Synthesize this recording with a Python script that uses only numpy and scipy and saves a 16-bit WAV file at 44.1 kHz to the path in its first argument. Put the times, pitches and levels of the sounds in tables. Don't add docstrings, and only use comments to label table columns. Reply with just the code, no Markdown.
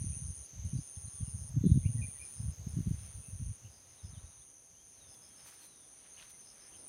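import sys
import numpy as np
from scipy import signal
from scipy.fft import rfft, irfft
from scipy.io import wavfile
from scipy.ndimage import uniform_filter1d

SR = 44100
rng = np.random.default_rng(int(sys.argv[2]) if len(sys.argv) > 2 else 0)


def magnitude_from_level(level_db):
    exponent = np.asarray(level_db, float) / 20
    return 10 ** exponent


def int16_out(signal):
    q = np.round(np.clip(np.atleast_2d(signal).T, -1, 1) * 32767)
    wavfile.write(sys.argv[1], SR, q.astype(np.int16))


N = 303408


def noise():
    return rng.standard_normal(N)


def seconds():
    return np.arange(N) / SR


def curve(rows):
    s, value = np.transpose(rows)
    return np.interp(seconds(), s, value)


def unit(x):
    return x / np.sqrt(np.mean(x ** 2))


def walk(rate_hz):
    hold = int(SR / rate_hz)
    steps = np.repeat(rng.standard_normal(N // hold + 1), hold)
    return 1.3 * uniform_filter1d(uniform_filter1d(steps, hold), hold)[:N]


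def gate(middle_s, length_s, edge_s):
    total_s = length_s + edge_s
    t = np.arange(int(total_s * SR)) / SR
    return int((middle_s - total_s / 2) * SR), np.clip(np.minimum(t, t[::-1]) / edge_s, 0, 1) ** 2


def add(out, start, x):
    a, b = max(start, 0), min(start + len(x), N)
    out[a:b] += x[a - start:b - start]


def bursts(rows, edge_s):
    loud = np.zeros(N)
    for middle_s, length_s, level_db in rows:
        start, shape = gate(middle_s, length_s, edge_s)
        add(loud, start, shape * magnitude_from_level(level_db))
    return loud


def bell(x, hz, octaves):
    f = np.maximum(np.arange(len(x) // 2 + 1) * SR / len(x), 1)
    return irfft(rfft(x) * np.exp(-.5 * (np.log2(f / hz) / octaves) ** 2), len(x))


def facing(s, width_s, base_db, change_db):
    return base_db + change_db * np.exp(-.5 * ((seconds() - s) / width_s) ** 2)


def strokes(rate_hz, hz, drop, sag, duty, scatter_db, detune, starts_s=()):
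    turns = np.cumsum(rate_hz * np.ones(N)) / SR + rng.random()
    for s in starts_s:
        at = int(s * SR)
        turns[at:] += -turns[at] % 1
    k = turns.astype(int)
    part = turns % 1 / np.clip(duty, .1, 1)
    size, tune, phase = rng.standard_normal((N // 200, 3)).T
    pitch_hz = hz * (1 + detune * tune[k] + drop * (np.exp(-part / sag) - sag))
    shape = np.sin(np.pi * np.minimum(part, 1) ** 0.62)
    tone = np.sin(2 * np.pi * (np.cumsum(pitch_hz) / SR + phase[k]))
    return unit(shape * magnitude_from_level(scatter_db * size)[k] * tone)


def grove(x, wet_db, t60_s):
    t = np.arange(int(.2 * SR)) / SR
    tails = rng.standard_normal((2, len(t))) * np.exp(-np.log(1000) * t / t60_s) * (t > .003)
    tails /= np.linalg.norm(tails[0])
    turn = seconds() * 3.43
    wet = signal.oaconvolve(x * [np.sin(turn), np.cos(turn)], tails, axes=1)
    return x + magnitude_from_level(wet_db) * wet.sum(axis=0)[:N]


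# hz, level_db (per Hz)
AIR = [(40, 6), (130, -0.5), (600, -5), (1500, -10.5), (5200, -11), (7800, -14.5), (10500, -15),
       (15500, -23)]
# s, hiss_db
BREEZE = [(0, -74), (1.5, -75.5), (2.7, -74), (3.5, -75), (4.5, -78), (5.2, -75.5), (5.8, -76),
          (6.88, -74.5)]


def air():
    calm_db, treble_swing = -70.5, 0.34
    swell_db = curve(BREEZE)
    hz, level_db = np.transpose(AIR)
    f = np.maximum(np.arange(N // 2 + 1) * SR / N, 1)
    hiss = rfft(noise()) * magnitude_from_level(np.interp(np.log(f), np.log(hz), level_db))
    out, breeze = 0, walk(5.5)
    for centre_hz in 40 * 2 ** np.arange(0, 10.):
        octaves_off = np.clip(np.log2(f / centre_hz), -1, 1)
        band = irfft(hiss * np.cos(np.pi / 2 * octaves_off) ** 2, N)
        treble = np.clip(np.log2(centre_hz / 1200) / 3.1, 0, 1)
        lift_db = treble * (1.0 + treble_swing * (swell_db - calm_db))
        out = out + band * magnitude_from_level(swell_db + lift_db + 0.5 * breeze + 1.2 * walk(9))
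    return out * magnitude_from_level(23)


# s, width_s, base_db, change_db
HAZE_SIDE = (0.8, 3.5, -97.5, 12)


def haze():
    return unit(bell(noise(), hz=12500, octaves=0.055)) * magnitude_from_level(facing(*HAZE_SIDE) + 1.4 * walk(4.6))


# start_s, length_s, first_hz, last_hz, level_db
GLIDES = [(.12, 0.036, 2350, 2740, -69.5), (.448, 0.02, 4700, 4790, -69), (.466, .016, 4900, 5500, -77),
          (.772, 0.017, 4620, 4780, -67), (.792, .028, 4800, 5300, -74), (.955, .022, 3650, 3250, -74),
          (.68, .03, 3050, 2950, -75), (1.25, 0.06, 2850, 2790, -76), (1.6, 0.13, 3600, 3420, -74),
          (1.847, 0.018, 2140, 2780, -59), (3.978, 0.042, 4080, 3500, -69), (4.035, 0.027, 3800, 3480, -71),
          (4.127, 0.054, 4020, 2950, -70.5), (4.94, 0.065, 4500, 3920, -78), (5.0, 0.055, 3920, 3630, -70),
          (5.05, 0.17, 3600, 3420, -75), (5.19, .15, 3420, 3230, -79), (5.605, 0.06, 4310, 4050, -68),
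          (6.335, 0.034, 2120, 2040, -72)]
# start_s, length_s, first_hz, last_hz, level_db
HOOKS = [(.424, 0.018, 4200, 3980, -69), (.752, 0.024, 4120, 3930, -71), (1.095, 0.075, 3080, 3500, -78),
         (1.863, 0.022, 2760, 2830, -65), (1.89, .016, 2780, 2810, -71), (2.03, 0.014, 2700, 2520, -60),
         (4.735, .1, 2590, 3320, -78), (6.14, 0.018, 4200, 4250, -72)]
# start_s, length_s, first_hz, last_hz, level_db
TAILS = [(1.07, .022, 4130, 3980, -68), (1.13, .19, 1160, 1196, -80), (1.165, 0.082, 3500, 2920, -74),
         (2.016, 0.041, 2440, 2380, -54), (2.193, 0.018, 2400, 2250, -62),
         (2.211, 0.035, 2430, 2410, -61.5)]
# start_s, length_s, first_hz, last_hz, level_db
HOARSE = [(1.624, 0.11, 4050, 3840, -73), (1.655, 0.117, 3900, 3630, -73), (1.74, .11, 3520, 3360, -79),
          (1.83, 0.037, 2080, 2200, -69), (1.835, .055, 2420, 2380, -68), (1.972, 0.038, 1930, 1920, -65.5),
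          (2.064, .018, 1900, 2100, -70.5), (2.153, 0.037, 1870, 2020, -69.5),
          (2.245, .045, 2380, 2390, -72), (4.165, 0.037, 3500, 3850, -72), (4.25, .04, 3700, 4000, -76),
          (4.3, .045, 3850, 3750, -77), (4.365, .04, 3700, 4000, -75), (4.405, .04, 3500, 3580, -75),
          (5.65, 0.12, 4160, 3780, -74), (5.75, .13, 3800, 3450, -77)]


def birds():
    out = np.zeros(N)
    warble = 0.597 * walk(220) + 0.95 * walk(1100)
    kinds = ((GLIDES, 1.15, .012), (HOOKS, 2.1, .012), (TAILS, 0.53, .012), (HOARSE, 1.15, .028))
    for notes, bend, depth in kinds:
        for start_s, length_s, first_hz, last_hz, level_db in notes:
            u, at = np.linspace(0, 1, int(length_s * SR)), int(start_s * SR)
            glide_hz = last_hz + (first_hz - last_hz) * (1 - u) ** bend
            pitch_hz = glide_hz * (1 + depth * warble[at:at + len(u)])
            whistle = np.sin(2 * np.pi * np.cumsum(pitch_hz) / SR)
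            add(out, at, magnitude_from_level(level_db) * np.sin(np.pi * u) ** 0.3 * whistle)
    out = out * np.sqrt(2) * magnitude_from_level(1.6 * walk(90))
    echo = magnitude_from_level(-17.0) * np.roll(out, int(.055 * SR))
    return grove(out + echo, wet_db=-6, t60_s=0.1)


RASPS = [1.01, 1.16, 1.29, 1.4, 1.51, 1.64, 1.76, 1.87, 1.98, 2.08, 2.2, 2.32, 2.44, 2.57, 2.68, 2.8, 2.92,
         3.05, 3.17, 3.29, 3.41]
# s, width_s, base_db, change_db
KATYDID_SIDE = (2.45, 1.5, -84, 12.5)


def katydid():
    teeth = np.exp(-(seconds() * 81.0 % 1) / 0.8)
    rasp = unit(bell(teeth * noise(), hz=15100, octaves=0.27))
    loud = bursts([(s, .075, -5.5) for s in RASPS], edge_s=0.03) + magnitude_from_level(-5.0)
    return rasp * loud * magnitude_from_level(facing(*KATYDID_SIDE) + .8 * walk(8.6))


# middle_s, length_s, level_db,
# centre_hz, width_octaves
RUSTLES = [(2.914, 0.54, -72.5, 2500, 0.72), (2.994, .004, -63, 3500, 1.1), (4.188, 0.42, -70, 494, 1.7),
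           (5.143, .001, -53, 9000, 1.5), (5.147, .012, -65, 5000, 1.5), (5.463, 0.0039, -62, 1300, 0.48),
           (5.526, 0.0018, -58, 2200, 0.64), (5.405, 0.059, -72, 2000, 1.5),
           (5.481, 0.065, -59.5, 3000, 5.7), (5.52, 0.35, -67.5, 1200, 2.2), (5.54, 0.033, -65, 3000, 3.3),
           (5.634, 0.073, -63, 2500, 4.4), (5.664, 0.032, -71, 11100, 0.52), (6.06, 0.037, -67, 1950, 0.71),
           (6.193, 0.038, -61, 2860, 0.19), (6.218, 0.15, -61, 1480, 1.74),
           (6.227, 0.0089, -57, 2460, 0.49), (6.299, .0015, -57, 7000, 1.9), (6.306, 0.021, -60, 7000, 2.3),
           (6.64, 0.25, -71.5, 1760, 0.53), (6.769, 0.0026, -59, 12200, 1.2),
           (6.745, 0.058, -67, 3000, .12), (3.268, 0.16, -74, 2620, .05), (3.658, 0.056, -69, 2850, 0.078),
           (3.763, 0.15, -69.5, 4970, .08), (.48, 0.054, -74, 7080, .015), (.835, 0.099, -69, 7080, .015),
           (1.73, .24, -72.5, 3700, 0.069), (1.761, .003, -60, 10500, .5), (6.814, 0.23, -71, 286, 0.54)]


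def grass():
    out = np.zeros(N)
    clicks = rng.standard_normal(N + SR) * magnitude_from_level(0.5 * rng.exponential(size=N + SR))
    for middle_s, length_s, level_db, hz, octaves in RUSTLES:
        start, shape = gate(middle_s, length_s, edge_s=0.75 * length_s)
        brush = unit(bell(clicks[start:start + len(shape)], hz, octaves)[:len(shape)])
        add(out, start, magnitude_from_level(level_db) * shape * brush)
    return out


# s, peak_db, pitch_hz, length_ms
BUFFETS = [(.019, -31.5, 100.7, 10.4), (.044, -31, 152, 6.5), (.07, -32.5, 95, 18), (.105, -30.5, 90.5, 14),
           (.654, -30, 95, 26), (.735, -28, 145, 7.7), (.757, -28, 124, 19.7), (.792, -29, 135, 12.5),
           (1.211, -28, 103, 6.3), (1.23, -27.5, 99, 9.8), (1.546, -35, 115, 9.5), (1.5735, -20.5, 135, 19),
           (1.614, -28.5, 120, 9.9), (1.641, -20.5, 212, 5.7), (1.6555, -18, 162, 4.8),
           (1.667, -16.5, 181, 10.3), (1.701, -23, 150, 15), (1.7203, -10.5, 95, 9.7),
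           (1.761, -19, 135, 10.5), (1.776, -18, 139, 6.2), (1.86, -20.5, 117, 10.4), (1.898, -26, 114, 16),
           (1.955, -28, 118, 21), (2.02, -33.5, 92, 27), (2.672, -26, 100.4, 6.5),
           (2.772, -25.5, 140, 12.7), (2.789, -27, 160, 6.5), (2.807, -24.5, 126, 7.6),
           (2.864, -34, 140, 6.4), (2.872, -18.5, 135, 5.4), (2.883, -24.5, 84, 5.2),
           (2.9135, -21.5, 133, 8), (2.945, -36.5, 89, 19), (.536, -50.5, 140, 13), (.17, -39, 120, 8.4),
           (1.08, -40.5, 89.8, 10.4), (1.15, -50.5, 85, 25), (2.225, -51.5, 79, 19),
           (1.746, -23.5, 105, 11), (2.6, -41, 95, 14), (2.7, -39, 85, 12), (2.828, -36, 84.5, 9.1),
           (3.288, -39.5, 95, 8.8), (3.355, -35.5, 75, 10), (3.515, -38.5, 109, 11), (3.77, -62, 84.2, 18),
           (4.1, -46, 80, 20), (4.135, -43, 110, 7.9), (4.241, -41, 84.5, 10), (4.049, -38.5, 84, 17)]
# s, peak_db, length_ms
PUFFS = [(0.132, -35, 7.6), (.281, -39, 20), (.306, -36, 6.6), (.397, -47, 33), (0.594, -38, 7.8),
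         (0.977, -36.5, 10), (1.052, -39, 19), (1.283, -34, 7.7), (1.349, -35.5, 23), (1.45, -42, 9.7),
         (1.79, -27.5, 8.4), (1.844, -38, 6.6), (1.991, -31, 30), (2.047, -34, 9.5), (2.088, -38.5, 6.4),
         (2.405, -31, 12.5), (2.443, -35, 29), (2.487, -32.5, 6), (2.74, -32.5, 14), (3.09, -55, 17),
         (3.16, -39, 14), (3.19, -39.5, 21), (3.334, -36, 12.5), (3.418, -34.5, 32), (3.473, -34.5, 14),
         (3.494, -37, 21), (3.659, -47, 46), (4.3, -58, 25), (4.177, -39.5, 17.5), (4.238, -51, 21)]
# middle_s, length_s, rumble_db
GUSTS = [(.1, 0.46, -45.5), (.38, 0.096, -58), (.68, 0.28, -44), (1.04, 0.11, -55.5), (1.42, 0.23, -47.5),
         (1.84, 0.5, -43), (2.2, 0.12, -61), (2.45, 0.15, -41.5), (2.62, 0.097, -50.5), (2.81, 0.33, -42.5),
         (2.9, 3, -69.5), (3.1, 0.23, -48.5), (3.44, 0.11, -42.5), (3.72, 0.075, -71), (3.89, 0.035, -57),
         (4.16, 0.21, -59), (4.395, 0.028, -54), (4.48, 0.037, -61), (4.73, 0.036, -60), (4.88, 0.047, -69),
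         (5.02, 0.13, -64.5), (5.09, 0.033, -55.5), (5.22, 0.05, -60), (5.44, 0.059, -62.5),
         (6.28, 0.12, -72), (6.78, 0.14, -68.5)]


def wind():
    puff_hz, puff_spread = 96.6, 0.18
    out, force = np.zeros(N), np.zeros(N)
    tune = rng.standard_normal(len(PUFFS))
    puffs = [(s, db, puff_hz * (1 + puff_spread * r), ms) for (s, db, ms), r in zip(PUFFS, tune)]
    eddies = list(BUFFETS) + puffs
    chance = rng.random((len(eddies), 2))
    for (s, peak_db, hz, ms), (phase, sag) in zip(eddies, chance):
        t = np.arange(-3 * ms, 5 * ms, 1000 / SR) / 1000
        spread_s = np.where(t < 0, .33, .52) * ms / 1000
        push = magnitude_from_level(peak_db) * np.exp(-.5 * (t / spread_s) ** 2)
        turn = 2 * np.pi * (hz * t * (1 - 7.0 * sag * t) + .1 * phase + .45 - 34 / hz)
        swing = np.cos(turn) - 0.15 * np.cos(2 * turn + 6.26 * sag)
        add(out, int((s + t[0] - 17 / hz ** 2) * SR), push * swing)
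        add(force, int((s + t[0]) * SR), push)
    force = .08 * np.tanh(force / .08)
    swirl = unit(bell(noise(), hz=139, octaves=0.52)) * force ** 1.176 * magnitude_from_level(-12)
    hissy = unit(bell(noise(), hz=303, octaves=0.55)) * force ** 1.53 * magnitude_from_level(-22.5)
    slow_force = uniform_filter1d(force, int(0.052 * SR))
    slosh = unit(bell(noise(), hz=69.0, octaves=0.61)) * slow_force * magnitude_from_level(-7.0)
    rumble = unit(bell(noise(), hz=75.3, octaves=0.65))
    gusts = (bursts(GUSTS, edge_s=0.056) + magnitude_from_level(-85.5)) * magnitude_from_level(-1.5 + 4.0 * walk(20))
    return out + swirl + hissy + slosh + rumble * gusts


# first_s, chirps, first_db, step_db, spacing_s
RUNS = [(0.289, 2, -73, -1, .095), (0.843, 1, -70, 0, .15), (.985, 3, -69, .5, .15), (1.41, 2, -73, -1, .1),
        (1.96, 1, -80, 0, .15), (2.256, 1, -68, 0, .15), (2.395, 3, -68.5, 0, .151), (3.04, 1, -75, 0, .15),
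        (3.918, 2, -68.5, 3, .146), (5.113, 3, -65.5, 0, .146), (5.55, 1, -70, 0, .15),
        (6.45, 1, -72, 0, .15), (6.495, 1, -62.5, 0, .15), (6.645, 2, -66.5, 0, .155)]


def chirper():
    chirp_s = 0.076
    chirps = [(first_s + k * spacing_s, chirp_s, first_db + k * step_db)
              for first_s, many, first_db, step_db, spacing_s in RUNS for k in range(round(many))]
    song = strokes(72.0, hz=5247, drop=0.027, sag=0.33, duty=0.7, scatter_db=1.5, detune=.009,
                   starts_s=[s - chirp_s / 2 for s, *_ in chirps])
    under = strokes(75.0, hz=4930, drop=0.05, sag=0.41, duty=0.8, scatter_db=1.5, detune=.014)
    far = magnitude_from_level(-88 + 5.9 * walk(5.6))
    loud = (bursts(chirps, edge_s=0.0088) + far) * magnitude_from_level(-3.0 + 1.7 * walk(9.3))
    return grove((song + magnitude_from_level(-9) * under) * loud, wet_db=-7, t60_s=.06)


# s, level_db
CHORUS = [(0, -57.5), (.63, -59), (1.56, -62), (2.8, -63.5), (3.44, -63.5), (3.8, -67), (4.4, -65),
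          (5.0, -66), (5.7, -68.5), (6.3, -66.5), (6.88, -68)]
# size (0 middle, 1 low, 2 high, 3 smallest, 4 late), wing_hz, strokes_hz, level_db
CRICKETS = [
    (0, 6280, 78.5, 1.5),
    (0, 6400, 70.0, 2),
    (0, 6204, 86.0, -3),
    (1, 5965, 76.0, -2),
    (1, 6085, 73.5, -2),
    (2, 6585, 81.0, -0.5),
    (3, 6820, 85, -4),
    (4, 6340, 66, 4),
]
# middle_s, length_s, relative_db
LATE_BURSTS = [
    (6.15, .11, 3),
    (6.48, .04, -1),
    (6.62, .04, -4),
    (6.74, 0.086, 3.5),
]


def chorus():
    large_db = facing(s=1.7, width_s=1.6, base_db=-.5, change_db=-7)
    small_db = facing(s=3.2, width_s=2.1, base_db=-9, change_db=7)
    round_db = -16 + 15 * np.cos(np.pi * (seconds() - .415) / .635) ** 12
    late_db = 20 * np.log10(bursts(LATE_BURSTS, edge_s=.02) + .03)
    size_db = (-4.5, large_db + 1.0, small_db - 2.0, small_db + round_db, late_db)
    out = 0
    for size, wing_hz, strokes_hz, level_db in CRICKETS:
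        song = strokes(strokes_hz * (1 + .012 * walk(4)), hz=wing_hz * (1 + 0.0037 * walk(3)),
                       drop=.025, sag=.3, duty=0.75, scatter_db=1.5, detune=.007)
        out = out + song * magnitude_from_level(level_db + size_db[size] + 1.4 * walk(9))
    return grove(out * magnitude_from_level(curve(CHORUS) - 1.5), wet_db=-4.5, t60_s=0.11)


# s, level_db
NEIGHBOUR = [(0, -84), (3.6, -78.5), (4.1, -71), (4.45, -62.5), (4.72, -87), (4.8, -75), (5.05, -65),
             (5.18, -59), (5.3, -67.5), (5.45, -60), (5.75, -68), (5.97, -60), (6.08, -65), (6.15, -62),
             (6.35, -63.5), (6.6, -69.5), (6.76, -60), (6.88, -61)]


def neighbours():
    other = strokes(141.0 * (1 + .02 * walk(8)), hz=9330 * (1 + .004 * walk(6)),
                    drop=0.057, sag=.16, duty=.75, scatter_db=0.5, detune=.012)
    far = unit(bell(noise(), hz=9370, octaves=0.064))
    return other * magnitude_from_level(curve(NEIGHBOUR) + 1.9 * walk(22)) + far * magnitude_from_level(-69.0)


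# start_s, end_s, level_db, opening_relative_db, close_relative_db
PHRASES = [
    (-.38, 0.466, -46.5, -2, -5.5),
    (.6503, 1.494, -49.5, -5, 0),
    (1.662, 2.517, -48, -4.5, -5),
    (2.684, 3.56, -53.5, -5.5, -3),
    (3.7, 4.679, -60.5, -5.5, -5),
    (4.851, 6.9, -63.5, -2, 1),
]


def trill():
    opening_s, swell_s, accent_db, accent_s = 0.18, 0.25, 1.5, 0.02
    loud, rate_hz, t = np.zeros(N), np.full(N, 146.0), seconds()
    for first_s, last_s, level_db, opening_db, close_db in PHRASES:
        length_s = last_s - first_s
        start, shape = gate((first_s + last_s) / 2, length_s, edge_s=0.0034)
        on = np.zeros(N)
        add(on, start, shape)
        hit_db = accent_db * np.exp(-np.abs(t - first_s) / accent_s)
        corners_s = first_s + np.array([opening_s, opening_s + swell_s, length_s])
        swell_db = np.interp(t, corners_s, [opening_db, 0, close_db])
        loud += on * magnitude_from_level(level_db + hit_db + swell_db)
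        phrase_hz = np.clip(143.5 - 9.0 * (last_s - t), 134.0, 150) + 1.2 * np.maximum(t - 3.7, 0)
        rate_hz = np.where(t >= first_s, phrase_hz, rate_hz)
    rate_hz[t > PHRASES[-1][0]] = 160.0
    near = strokes(rate_hz * (1 + .012 * walk(25)), hz=9366, drop=0.055, sag=0.22, duty=.66, scatter_db=1.0,
                   detune=0.005, starts_s=[row[0] for row in PHRASES[1:]])
    flutter = magnitude_from_level(-1.33 + 0.74 * walk(24.98) + 0.93 * walk(5.05))
    return grove(near * loud * flutter + neighbours(), wet_db=-8.5, t60_s=0.07)


def scene():
    background = air() + haze() + birds() + katydid()
    handling = grass() + wind()
    return (background + handling + chirper() + chorus() + trill())[None]


def top_cut(x):
    return signal.sosfilt(signal.butter(12, 15420, fs=SR, output="sos"), x)


def record(dry):
    cut = signal.sosfilt(signal.butter(3, 55, "high", fs=SR, output="sos"), dry)
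    return top_cut(cut)


dry = scene()
out = record(dry)
int16_out(out)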